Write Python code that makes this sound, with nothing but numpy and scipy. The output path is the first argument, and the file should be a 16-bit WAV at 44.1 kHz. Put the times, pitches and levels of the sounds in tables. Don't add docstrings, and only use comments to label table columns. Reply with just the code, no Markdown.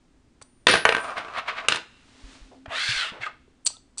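import sys
import numpy as np
from scipy import signal
from scipy.fft import rfft, irfft
from scipy.io import wavfile
from scipy.ndimage import uniform_filter1d, map_coordinates

SR = 44100
rng = np.random.default_rng(int(sys.argv[2]) if len(sys.argv) > 2 else 0)


def ratio(d):
    e = np.asarray(d, float) / 20
    return 10 ** e


def wrap_up_sound(samples):
    columns = np.atleast_2d(samples).T
    tamed = np.clip(columns, -1, 1)
    steps = np.round(tamed * 32767).astype(np.int16)
    wavfile.write(sys.argv[1], SR, steps)


N = 176400
T = np.arange(N) / SR


def unit(x):
    return x / np.sqrt(np.mean(x ** 2))


def colour(x, points):
    p = np.array(points)
    f = np.fft.rfftfreq(2048, 1 / SR)
    log_gain = np.interp(np.log(f + 1), np.log(p[:, 0]), p[:, 1]) * np.log(10) / 20
    cepstrum = irfft(log_gain)
    cepstrum[1:1024] *= 2
    cepstrum[1025:] = 0
    response = irfft(np.exp(rfft(cepstrum)))
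    return signal.fftconvolve(x, response)[:len(x)]


def band(x, lo_hz, hi_hz):
    limits = [lo_hz, min(hi_hz, .45 * SR)]
    return signal.sosfilt(signal.butter(2, limits, "band", fs=SR, output="sos"), x)


def reson(x, hz, width_hz):
    return signal.lfilter(*signal.iirpeak(hz, hz / width_hz, fs=SR), x)


def curve(rows, column=1, power=1):
    r = np.array(rows)
    inside = np.minimum(T - r[0, 0], r[-1, 0] - T)
    gate = np.clip(inside / .004 + 1, 0, 1)
    return ratio(power * np.interp(T, r[:, 0], r[:, column])) * gate


def grit(per_s, spread_db):
    hit = rng.random(N) < per_s / SR
    size = rng.standard_normal(N) * ratio(spread_db * rng.exponential(size=N))
    return unit(hit * size)


def flutter(per_s, depth_db):
    k = int(SR / per_s)
    wander = uniform_filter1d(uniform_filter1d(rng.standard_normal(N), k), k)
    return ratio(depth_db * unit(wander))


def after(s):
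    return np.maximum(T - s, 0), T >= s


def fading_tone(start_s, hz, db, t60_s):
    u, on = after(start_s)
    return ratio(db - 60 * u / t60_s) * on * np.sin(2 * np.pi * hz * u)


def bursts(rows, contacts_s):
    out = np.zeros(N)
    u = np.arange(3000) / SR
    for (s, db), contact_s in zip(rows, contacts_s):
        i = int(s * SR)
        noise = rng.standard_normal(3000)
        shape = (1 - np.exp(-u / .0003)) * np.exp(-(u / contact_s) ** 1.7)
        burst = noise * shape
        burst = (burst * np.linalg.norm(shape) / np.linalg.norm(burst))[:N - i]
        out[i:i + len(burst)] += ratio(db) * burst
    return out


# pitch_hz, then level_db, then t60_s
TABLE_HZ = [75, 140, 260, 458, 548, 660, 990, 1245, 1345, 1470, 1554, 1795, 2130, 2280]
TABLE_MODE_DB = [-12.5, -16.5, -12.5, 0.5, -7, -6.5, -2, -2, -12, 0, 2, -9.5, -4.5, -9]
TABLE_T60_S = [.12, .1, 0.07, 0.084, 0.082, 0.072, 0.054, .11, 0.13, 0.039, .09, 0.089, 0.023, 0.061]


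def table(force):
    out = 0
    for hz, db, t60 in zip(TABLE_HZ, TABLE_MODE_DB, TABLE_T60_S):
        out = out + ratio(db) * reson(force, hz, 1.6 / t60) * np.sqrt(t60 * 100)
    return out


# start_s, peak_db, treble_db, top_db (highest treble), contact_s
HITS = [(0.6686, 3, 1, -14, 0.0031), (0.686, -9.5, -8, -14, .003), (0.6899, -8.5, -11, -15.5, 0.0035),
        (0.701, -12.5, -5, -10, 0.0037), (.738, -2, -10, -9.5, 0.005), (0.754, -5.5, -6.5, -17, 0.0034),
        (.852, 4.5, -15.5, -19.5, 0.0041), (.890, 0.5, -9, -21, 0.0036), (.923, -6, -16.5, -19.5, 0.005),
        (.948, -6.5, -12.5, -20, 0.0039), (.966, -7, -11.5, -22.5, 0.002), (.981, -18, -18, -23, 0.0035),
        (1.247, -26, -14, -34, 0.0046), (1.281, -29.5, -23.5, -24, 0.011), (1.336, -32, -8, -35, 0.0036),
        (1.649, -27.5, -22.5, -34.5, .004), (1.684, -1, -2, -1.5, 0.004), (1.721, -9.5, 3.5, -10.5, .004),
        (1.745, -16, -19, -8, 0.0055), (1.758, -18.5, 2, 2, 0.0044), (1.77, -17, -15, -10, 0.0033),
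        (2.658, -26, -15, -27, 0.0049)]
# pitch_hz, level_db
KNOCK = [(60, -20), (500, -10), (1500, -3.5), (3200, -9.5), (5500, -19), (9000, -20.5)]


def landings():
    h = np.array(HITS)
    start_s, peak_db = h[:, 0], h[:, 1]
    contact_s = np.clip(h[:, 4], .002, .009)
    body = bursts(h[:, :2], contact_s)
    treble_ref_db = -4.5
    bright, top = (bursts(np.c_[start_s, peak_db + h[:, k] - treble_ref_db], contact_s * 1.21)
                   for k in (2, 3))
    crack = band(body, 60, 2700) + band(bright, 2600, 5500) + band(top, 5500, 15000)
    force = body * ratio(-12 * (T > 1.5))
    return ratio(7.5) * colour(crack, KNOCK) + ratio(-1.5) * table(force)


def edge(spans, points, treble, per_s, spread_db, ring_db, treble_db, hiss_db, steep, patchy_db):
    g, h = grit(per_s, spread_db), grit(per_s, spread_db)
    split_hz = 1800
    rub = unit(band(colour(g, points), 79, split_hz))
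    body = unit(rub + ratio(ring_db) * unit(table(g))) * flutter(54, patchy_db)
    bright = ratio(treble_db) * unit(band(colour(h, treble), split_hz, 8000)) * flutter(90, patchy_db)
    hiss = ratio(hiss_db) * reson(h, 9300, 360)
    out = 0
    for rows in spans:
        out = out + curve(rows) * (body + curve(rows, column=2) * bright)
        out = out + curve(rows, power=steep) * hiss
    return out


# start_s, level_db, treble_db
SKID = [
    (.684, -17, -4),
    (.7, -17.5, -2),
    (.73, -24.5, 3),
    (.76, -21.5, -8.5),
    (.8, -35, 0),
    (.845, -51, -3),
]
SETTLE = [
    (1.691, -30, 0.9),
    (1.72, -32, 0.85),
    (1.75, -34.5, 0.22),
    (1.779, -41.5, -0.81),
    (1.821, -54, -0.72),
]
# pitch_hz, level_db
SKID_COLOUR = [(100, -7.5), (460, -2.5), (800, -9.5), (1500, 0)]
SKID_TREBLE = [(1500, -5.5), (2500, -4), (4400, -4.5), (5500, -14), (8200, -33.5), (10000, -37)]


def skid():
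    return edge((SKID, SETTLE), SKID_COLOUR, SKID_TREBLE, 7000, 1.8,
                ring_db=-11, treble_db=-1.0, hiss_db=7.5, steep=1.31, patchy_db=0.5)


# start_s, level_db, treble_db
ROLL = [(.97, -31, -7), (1.02, -36.5, -17), (1.05, -31.5, -7.5), (1.07, -33.5, -9), (1.09, -31.5, -14),
        (1.13, -37.5, -12.5), (1.155, -40, -4.5), (1.18, -29, 7), (1.21, -36.5, 0), (1.24, -40.5, -10),
        (1.3, -42, -7.5), (1.33, -38.5, -9.5)]
WOBBLE = [(1.336, -38.5, -1.5), (1.36, -37.5, 10.5), (1.386, -29.5, 11.5), (1.42, -44, -1.5),
          (1.449, -49.5, -0.5), (1.475, -37, 9.5), (1.485, -28.5, 14), (1.515, -43, 13.5),
          (1.545, -41.5, 1.5), (1.584, -35.5, 15), (1.61, -40.5, 10.5), (1.63, -44, -4.5), (1.65, -38, 3.5),
          (1.681, -50, -6)]
# pitch_hz, level_db
ROLL_COLOUR = [(200, -12), (466, -8.5), (680, 8.5), (880, -2), (1200, 11), (1700, -4)]
ROLL_TREBLE = [(1500, -0.5), (2240, -6), (3000, -12), (4200, -17), (5500, -29.5), (10000, -46)]


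def roll():
    return edge((ROLL, WOBBLE), ROLL_COLOUR, ROLL_TREBLE, 9000, 1.1,
                ring_db=-10, treble_db=-9, hiss_db=22.5, steep=2.07, patchy_db=1.3)


# start_s, level_db
RIM = [
    (1.0, -52),
    (1.04, -48.5),
    (1.085, -60),
    (1.1, -69),
]


def rim():
    return curve(RIM) * unit(reson(grit(14000, 1.7), 9000, 380))


# start_s, level_db, t60_s, damped_at_s; then the pitch_hz of each
RINGS = [
    (.416, -63, 1.5, .67),
    (.668, -46, .3, .72),
    (.715, -31.5, .75, 1.12),
    (.852, -44, .9, 1.14),
]
RING_HZ = [9130, 9135, 9819, 8790]


def coin():
    out = 0
    for hz, (s, db, t60, damped_s) in zip(RING_HZ, RINGS):
        damping = ratio(-650 * after(damped_s)[0])
        out = out + damping * fading_tone(s, hz, db, t60)
    return out


# start_s, level_db, bass_db, speed (1 = full)
DRAG = [(2.68, -53, -0.5, .55), (2.72, -37, -3, 0.76), (2.76, -30, -10, .86), (2.8, -27.5, -18.5, 0.97),
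        (2.9, -26, -23, 1.05), (3.0, -27.5, -18.5, .97), (3.06, -32, -11, 0.81), (3.1, -38.5, -17, 0.83),
        (3.12, -47.5, -11, .7), (3.2, -55.5, 6.5, 0.68)]
# start_s, level_db, bass_db
PRY = [(3.203, -52.5, -1), (3.21, -41, 0), (3.224, -36.5, -9.5), (3.238, -34.5, -6), (3.25, -41, -10.5),
       (3.265, -34, -2.5), (3.285, -52.5, 7.5), (3.34, -70, -1)]
# pitch_hz at full speed, width_hz, level_db
DRAG_PEAKS = [(1603, 210, 20), (2140, 280, 15.5), (2647, 240, 14.5), (3310, 480, 15), (4190, 490, 13.5),
              (5700, 230, 5.5)]


def drag_and_pry():
    g, h = grit(14000, 1.7), grit(14000, 1.7)
    grain = sum(ratio(db) * reson(g, hz, width) * flutter(33, 1.6) for hz, width, db in DRAG_PEAKS)
    grain = band(grain, 1440, 4700)
    r = np.array(DRAG)
    speed = np.clip(np.interp(T, r[:, 0], r[:, 3]), .3, 1.3)
    moving = unit(map_coordinates(grain, [np.cumsum(speed)], mode="mirror"))
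    high = unit(band(h, 3500, 11000))
    low = unit(band(band(h, 455, 1900), 350, 2700))
    rub = curve(DRAG) * (moving + curve(DRAG, column=2) * low)
    rub = rub + ratio(-6) * curve(DRAG, power=1.3) * high
    scrape = unit(band(grain, 860, 3000)) + ratio(-15) * band(high, 3500, 8200)
    return rub + curve(PRY) * (scrape + curve(PRY, column=2) * low)


# start_s, then peak_db, decay_s
TICK_S = [.415, .422, 3.6605, 3.664, 3.6663, 3.6685, 3.6725, 3.675, 3.68, 3.974, 3.98, 3.988]
TICKS = [(-40.5, 0.0019), (-39, .006), (-14.5, 0.0014), (-10.5, 0.003), (-6.5, 0.0011), (-10, 0.0023),
         (-9.5, 0.0016), (-19.5, 0.0034), (-42.5, 0.004), (-39, .004), (-28.5, .008), (-30, 0.011)]
# pitch_hz, level_db
TICK_PEAKS = [(2780, -27), (3650, -16.5), (4680, -3.5), (5960, -6.5), (7140, -9.5), (7970, -1.5),
              (8850, -9)]


def nail_clicks():
    k = np.array(TICKS)
    x = bursts(np.c_[TICK_S, k[:, 0]], k[:, 1])
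    treble = band(x, 3100, 8900)
    ring = sum(ratio(db) * reson(treble, hz, 495) for hz, db in TICK_PEAKS)
    return ratio(10.5) * ring + ratio(-15) * band(x, 200, 1600)


# start_s, then pitch_hz, width_hz, level_db, contact_s
SNAP_S = [3.231, 3.261, 3.647, 3.767, 2.512, .414, 2.705, 3.12, 3.98, 2.657, .708, 3.236]
SNAPS = [(2135, 180, -8, 0.013), (1242, 118, -1, .010), (8700, 260, -13.5, 0.022), (3650, 900, -28, 0.0029),
         (560, 430, -32.5, 0.056), (800, 1200, -30, 0.0071), (680, 100, -13, 0.068), (576, 890, -31, 0.12),
         (8200, 1900, -21.5, 0.035), (680, 170, -14, .006), (9550, 500, -9, .025),
         (1570, 200, -10.5, 0.014)]


def small_snaps():
    out = 0
    for s, (hz, width, db, contact_s) in zip(SNAP_S, SNAPS):
        x = bursts([(s, db)], [contact_s])
        y = reson(reson(x, hz, width), hz, width)
        level = np.linalg.norm(x) / np.linalg.norm(y) * np.sqrt(np.pi * width / (2 * SR))
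        out = out + y * level
    return out


# start_s, from_hz, to_hz, length_s, level_db
POPS = [
    (3.675, 1500, 300, .012, -46),
    (3.701, 1200, 300, .008, -43),
    (3.732, 1230, 1400, .05, -56),
    (3.767, 1000, 300, .01, -54),
    (3.973, 1500, 300, .008, -48),
]


def skin_pops():
    out = 0
    for s, from_hz, to_hz, length_s, db in POPS:
        p = np.clip(after(s)[0] / length_s, 0, 1)
        cycles = length_s * (from_hz * p + (to_hz - from_hz) * p ** 2 / 2)
        out = out + ratio(db) * np.sin(np.pi * np.sqrt(p)) * np.sin(2 * np.pi * cycles)
    return out


# start_s, then pitch_hz, level_db, t60_s
BUMP_S = [2.238, 2.415, 2.68, 2.89, 2.96, 3.12, 3.2, 3.479, .416]
BUMPS = [
    (43, -35, 0.21),
    (41.8, -38, 0.23),
    (86, -31.5, 0.047),
    (120, -29, 0.1),
    (35, -37, 0.12),
    (197, -35, 0.028),
    (119, -42, 0.11),
    (400, -47.5, 0.035),
    (110, -46, 0.046),
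]


def arm_bumps():
    return sum(fading_tone(s, *row) for s, row in zip(BUMP_S, BUMPS))


# pitch_hz, level_db
SLEEVE = [(1.9, -66), (2.15, -57), (2.35, -50.5), (2.42, -56.5), (2.55, -63.5), (2.66, -70.5)]
SLEEVE_COLOUR = [(500, 3), (2000, 3), (4000, 2), (10000, -9)]
# start_s, level_db
HUM = [(2.1, -69), (2.25, -58.5), (2.65, -57), (3.1, -73)]
# pitch_hz, level_db
AIR = [(20, -7), (70, -6.5), (172, -15), (261, -10), (441, -21.5), (543, -24), (2180, -32.5), (10500, -41)]


def background():
    n = rng.standard_normal((4, N))
    air = ratio(-60.5) * unit(colour(n[0], AIR))
    fan = ratio(-71) * unit(reson(n[1], 260, 12))
    sleeve = curve(SLEEVE) * unit(colour(n[2], SLEEVE_COLOUR))
    hum = curve(HUM) * unit(reson(n[3], 264, 6.5))
    return air + fan + sleeve + hum


def room(x, hand):
    u = np.arange(SR) / SR
    n = band(rng.standard_normal((2, SR)), 140, 6760)
    gap = np.clip(u / .008, 0, 1) ** 2
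    early = n[0] * ratio(-60 * u / 0.26) * gap
    tail = n[1] * ratio(-60 * u / 0.96)
    early = ratio(-14) * early / np.linalg.norm(early)
    tail = ratio(-29.5) * tail / np.linalg.norm(tail)
    echoes = signal.fftconvolve(x + hand, early)
    return (echoes + signal.fftconvolve(x + ratio(-12) * hand, tail))[:N]


def scene():
    near = landings() + skid() + roll() + rim() + coin() + drag_and_pry()
    hand = nail_clicks() + small_snaps() + skin_pops() + arm_bumps()
    return (near + hand + room(near, ratio(-3) * hand) + background())[None]


def band_limit(x):
    return signal.sosfilt(signal.butter(12, 10870, fs=SR, output="sos"), x)


def record(dry):
    ceiling = .8
    x = ceiling * np.tanh(dry / ceiling)
    x = signal.sosfilt(signal.butter(6, 9750, fs=SR, output="sos"), x)
    x = signal.sosfilt(signal.ellip(10, .2, 60, 10050, fs=SR, output="sos"), x)
    return band_limit(x)


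dry = scene()
out = record(dry)
wrap_up_sound(out)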